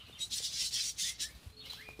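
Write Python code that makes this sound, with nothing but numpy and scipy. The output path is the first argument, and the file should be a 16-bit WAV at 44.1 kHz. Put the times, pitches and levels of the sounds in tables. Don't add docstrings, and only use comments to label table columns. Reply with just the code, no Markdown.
import sys
import numpy as np
from scipy import signal
from scipy.fft import rfft, irfft
from scipy.io import wavfile

SR = 44100
rng = np.random.default_rng(int(sys.argv[2]) if len(sys.argv) > 2 else 0)


def to_wav(sig):
    pcm = np.clip(np.atleast_2d(sig), -1, 1) * 32767
    pcm = np.round(pcm).astype(np.int16)
    wavfile.write(sys.argv[1], SR, pcm.T)


N = 88200

# f/Hz, level/dB
GRASS_SPECTRUM = [(300, -65), (1200, -31), (1800, -14.5), (2600, -9), (3300, -1.5), (4000, 0.5),
                  (4700, -1.5), (5600, 0), (6500, -4), (8000, -8), (9700, -10), (11000, -19.5),
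                  (13000, -22.5), (15000, -22.5)]


def amp(db):
    return 10 ** (np.asarray(db) / 20)


def unit(x):
    return x / np.sqrt(np.mean(x ** 2) + 1e-20)


def add(mix, start, sound):
    part = mix[max(round(start * SR), 0):][:len(sound)]
    part += sound[:len(part)]


def db_at(spectrum, hz):
    f, db = np.transpose(spectrum)
    return np.interp(np.log(hz + 1), np.log(f), db)


def shaped(x, gain):
    return irfft(rfft(x) * gain(np.fft.rfftfreq(len(x), 1 / SR)), len(x))


def coloured(x, spectrum):
    return unit(shaped(x, lambda f: amp(db_at(spectrum, f))))


def drift(n, hz):
    return unit(shaped(rng.standard_normal(N), lambda f: np.exp(-(f / hz) ** 2)))[:n]


def outdoors():
    # f/Hz, level/dB
    air_spectrum = [(15, -8), (25, -16.5), (69, 0.5), (129, 0.5), (378, -13.5), (848, -16), (945, -19.5),
                    (1050, -16.5), (2010, -19.5), (3830, -18), (6050, -24.5), (11200, -25), (14300, -31),
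                    (15500, -32)]
    # start/s, end/s, f/Hz, level/dB
    hums = [(.15, 2.1, 59, -67), (1.548, 1.77, 264, -65.5), (1.5, 2.05, 431, -69.5)]
    t, fade_s = np.arange(N) / SR, 0.077
    out = amp(-60 + 2 * drift(N, hz=17.4)) * coloured(rng.standard_normal(N), air_spectrum)
    for start, end, hz, db in hums:
        fade = np.clip(np.minimum(t - start, end - t) / fade_s, 0, 1)
        gain = np.sqrt(2) * amp(db + 2.7 * drift(N, hz=7.7))
        out += gain * fade * np.sin(2 * np.pi * (hz * t + rng.random()))
    return out


def glide(length, first_hz, last_hz, db, waver, bend, soft):
    u = np.linspace(0, 1, round(length * SR))
    hz = last_hz + (first_hz - last_hz) * (1 - u) ** bend
    hz *= 1 + waver * drift(len(u), hz=426)
    envelope = abs(np.sin(np.pi * u)) ** soft
    return amp(db) * unit(envelope * np.sin(2 * np.pi * np.cumsum(hz) / SR))


def birds():
    # t/s, length/s, first f/Hz, last f/Hz, level/dB before trim, rasp/share of the pitch
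    chirps = [(0.0, 0.025, 3000, 2864, -51, 0.031), (.053, 0.033, 4350, 4030, -60.5, .04),
              (.055, 0.038, 2690, 2520, -61, 0.037), (0.084, 0.031, 2865, 2823, -55.5, .02),
              (0.126, 0.0237, 3610, 3510, -47.5, 0.016), (0.147, 0.0347, 3230, 2740, -51, 0.043),
              (0.179, 0.016, 2220, 2000, -59, .03), (1.521, .03, 4200, 4150, -63, 0.022),
              (1.567, .032, 4340, 4290, -48.5, 0.011), (1.6, .03, 3627, 3406, -49.5, 0.042),
              (1.637, 0.033, 2850, 3130, -49, .04), (1.662, 0.017, 2120, 2190, -55.5, .015),
              (1.697, 0.021, 4080, 3930, -40, 0.031), (1.717, 0.026, 3295, 3220, -47, 0.041)]
    # t/s, length/s, first f/Hz, top f/Hz, level/dB before trim
    whistles = [(1.029, 0.079, 1780, 2070, -50.5), (1.089, .055, 2050, 2183, -56.5),
                (1.221, 0.058, 1630, 1876, -51.5), (1.272, 0.068, 1970, 2290, -63),
                (1.771, .045, 1510, 1797, -54), (1.8, .035, 1785, 2190, -50.5),
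                (1.829, 0.13, 2383, 2422, -55.5), (1.869, 0.039, 2439, 2448, -49.5)]
    # f/Hz, level/dB
    twitter_spectrum = [(500, -32), (1300, -5.5), (1750, -15.5), (2700, -1.5), (4200, -6), (5500, -21.5),
                        (9000, -49)]
    # t/s, level/dB
    twitter_levels = [(0, -58), (.13, -64), (.3, -72), (1.42, -73.5), (1.55, -74), (1.68, -57.5),
                      (1.85, -64.5), (2, -74)]
    trim_db, wet_db, yard_t60_s = -4, -2.5, 0.32
    calls, t = np.zeros(N), np.arange(SR // 2) / SR
    for start, *chirp in chirps:
        add(calls, start, glide(*chirp, bend=0.94, soft=0.38))
    for start, *whistle in whistles:
        add(calls, start, glide(*whistle, waver=0.021, bend=1.364, soft=0.54))
    tail = rng.standard_normal(len(t)) * amp(-60 * t / yard_t60_s)
    reverb = amp(wet_db) * signal.fftconvolve(calls, tail / np.linalg.norm(tail))[:N]
    twitter = coloured(rng.standard_normal(N), twitter_spectrum)
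    swell = amp(np.interp(np.arange(N) / SR, *np.transpose(twitter_levels)))
    return amp(trim_db) * (calls + reverb) + swell * twitter


def handling():
    # t/s, f/Hz, length/s, level/dB
    bumps = [(0.032, 88, 0.032, -51), (.21, 76, 0.043, -59), (1.017, 168, 0.028, -52.5),
             (1.264, 60, 0.054, -55), (1.332, 61, 0.056, -48), (1.457, 78, .035, -39.5),
             (1.485, 69, 0.043, -49.5)]
    # t/s, f/Hz, decay/s, level/dB
    knocks = [(.097, 483, 0.0017, -43), (.403, 485, .003, -45), (1.21, 330, 0.0027, -47.5),
              (1.7349, 970, 0.0012, -39.5), (1.889, 700, 0.00067, -31), (1.903, 630, 0.00053, -43),
              (1.992, 401, 0.0046, -35.5)]
    out, t = np.zeros(N), np.arange(SR // 20) / SR
    for start, hz, length, db in bumps:
        n = round(length * SR)
        from_centre = (np.arange(n) - n / 2) / SR
        add(out, start, amp(db) * np.hanning(n) * np.cos(2 * np.pi * hz * from_centre))
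    for start, hz, decay_s, db in knocks:
        add(out, start, amp(db) * np.sin(2 * np.pi * hz * t) * np.exp(-t / decay_s))
    return out


def stems(n):
    step_s, life_s, slips_per_s = 0.045, 0.12, 3200
    ring_s, ring_db, ripple_db, ripple_width_hz = 0.0052, -1.5, 3, 70
    life = round(life_s * SR)
    out, t = np.zeros(n + 3 * life), np.arange(SR // 25) / SR
    for start in np.arange(0, (n + life) / SR, step_s):
        size = amp(np.minimum(rng.exponential(1, life), 5)) * rng.choice([-1, 1], life)
        slips = size * (rng.random(life) < slips_per_s / SR) * np.hanning(life)
        ring = rng.standard_normal(len(t)) * np.exp(-t / ring_s)
        ring *= amp(ring_db) / np.linalg.norm(ring)
        ring[0] = 1
        ripple = rfft(rng.standard_normal(len(t)) * t * np.exp(-t * ripple_width_hz * np.pi))
        ring = irfft(rfft(ring) * amp(ripple_db * ripple / ripple.real.std()), len(t))
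        add(out, start, signal.fftconvolve(slips, ring / np.linalg.norm(ring)))
    return out[life:life + n]


def scuffs():
    # t/s, level/dB before trim, crunch/dB, fizz/dB (both against the flat values)
    bouts = [
        [(0.18, -68, -1, -21), (0.194, -49, -4, 0), (0.226, -38, -14, -3), (0.294, -61.5, -24, 5)],
        [(0.294, -61, -22, -16), (0.31, -45, -16, -10), (0.334, -35, -20.5, -10), (0.36, -38.5, -16, -4.5),
         (0.386, -36.5, -11.5, -6.5), (0.414, -45, -11, -7.5), (0.448, -34, -20, -8),
         (0.512, -43.5, -21, -13.5)],
        [(0.512, -45, -6, -8), (0.544, -37.5, -22, -12.5), (0.588, -36.5, -7, -8.5), (0.606, -32.5, -4, -10),
         (0.65, -36.5, -15, -5), (0.664, -35, -15, -4.5), (0.698, -45.5, -22, -4.5), (0.708, -56, -19, -2)],
        [(0.708, -46.5, -6, -8.5), (0.742, -33.5, -14.5, -7), (0.802, -32.5, -9, -12.5), (0.82, -35, -14, -8),
         (0.898, -40, -12, -1.5), (0.94, -55.5, -17, -6), (0.96, -61, -21, -5)],
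        [(0.96, -59, -15, -11), (0.99, -39, -6, -4.5), (1.008, -33.5, -11.5, -5), (1.054, -35.5, -15, -6.5),
         (1.094, -35, -6, -5), (1.128, -48, -16, -4.5), (1.175, -57, -3, -18)],
        [(1.175, -60.5, 5, -24), (1.203, -38, -6, -10.5), (1.223, -33.5, -11, -3.5), (1.241, -34.5, -15, -4),
         (1.263, -45.5, -23, -5), (1.32, -67.5, 3, 2.5)],
    ]
    # f/Hz, width/Hz, lift/dB
    rings = [(3940, 870, 10), (3820, 300, 0), (5200, 710, 3), (5600, 370, 4), (6000, 510, 3),
             (3800, 450, 3)]
    crunch_hz, fizz_hz, flat_crunch_db, flat_fizz_db, trim_db = 2880, 6640, -13, -9, -0.5
    out = np.zeros(N)
    for bout, (ring_hz, width_hz, lift_db) in zip(bouts, rings):
        def ringing_grass(f):
            return amp(db_at(GRASS_SPECTRUM, f) + lift_db / (1 + (2 * (f - ring_hz) / width_hz) ** 2))

        times, level_db, crunch_db, fizz_db = np.transpose(bout)
        t = np.arange(times[0], times[-1], 1 / SR)
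        grass = unit(shaped(stems(len(t)), ringing_grass))
        crunch = shaped(grass, lambda f: 1 / (1 + (f / crunch_hz) ** 12))
        fizz = shaped(grass, lambda f: 1 - 1 / (1 + (f / fizz_hz) ** 12))
        crunch_gain = amp(np.minimum(np.interp(t, times, crunch_db) - flat_crunch_db, 2.5))
        fizz_gain = amp(np.interp(t, times, fizz_db) - flat_fizz_db)
        texture = unit(grass + (crunch_gain - 1) * crunch + (fizz_gain - 1) * fizz)
        add(out, times[0], amp(trim_db + np.interp(t, times, level_db)) * texture)
    return out


def squeaks():
    # t/s, length/s, f/Hz, level/dB
    slips = [(.202, 0.052, 3826, -39.5), (0.182, 0.022, 5690, -58.5), (0.202, 0.05, 7850, -48),
             (0.216, .025, 6830, -48.5), (0.322, .028, 3834, -43.5), (0.329, 0.021, 7100, -44),
             (0.377, .017, 5600, -43), (.593, 0.035, 5360, -39.5), (0.646, 0.044, 4010, -44.5),
             (0.734, 0.034, 5596, -40.5), (0.747, 0.031, 3284, -45), (0.797, 0.029, 4050, -40.5),
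             (.865, 0.049, 5700, -44), (1.221, 0.014, 5860, -44)]
    out = np.zeros(N)
    for start, length, hz, db in slips:
        add(out, start, glide(length, hz, hz, db, waver=0.01, bend=1, soft=0.41))
    return out


def snaps():
    # t/s, peak level/dB
    breaks = [(0.2252, -34), (.336, -30.5), (.76, -39), (1.7342, -33.5), (1.81, -43), (1.889, -42),
              (1.901, -48)]
    out, t, decay_s = np.zeros(N), np.arange(SR // 100) / SR, 0.0002
    for start, db in breaks:
        burst = rng.standard_normal(len(t)) * np.exp(-t / decay_s)
        crack = shaped(burst, lambda f: amp(0.55 * db_at(GRASS_SPECTRUM, f)))
        add(out, start, amp(db) * crack / abs(crack).max())
    return out


def rustles():
    # t/s, decay/s, level/dB
    touches = [(1.301, 0.054, -58), (1.345, .08, -62), (1.498, 0.0068, -55), (1.653, 0.076, -51),
               (1.697, 0.05, -48), (1.735, 0.13, -55.5), (1.81, 0.0087, -51), (1.991, 0.011, -48.5)]
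    # f/Hz, level/dB
    rustle_spectrum = [(300, -19), (1800, -17.5), (3000, -11), (4100, -3), (5200, -10.5), (7000, -19.5),
                       (15000, -20)]
    out, t, rise_s = np.zeros(N), np.arange(SR // 3) / SR, 0.0053
    for start, decay_s, db in touches:
        envelope = np.minimum(t / rise_s, 1) * np.exp(-t / decay_s)
        add(out, start, amp(db) * envelope * coloured(stems(len(t)), rustle_spectrum))
    return out


def scene():
    return (outdoors() + birds() + handling() + scuffs() + squeaks() + snaps() + rustles())[None]


def record(dry):
    lowpass = signal.firwin(511, cutoff=15600, window=("kaiser", 9), fs=SR)
    return signal.oaconvolve(dry, lowpass[None], "same")


dry = scene()
out = record(dry)
to_wav(out)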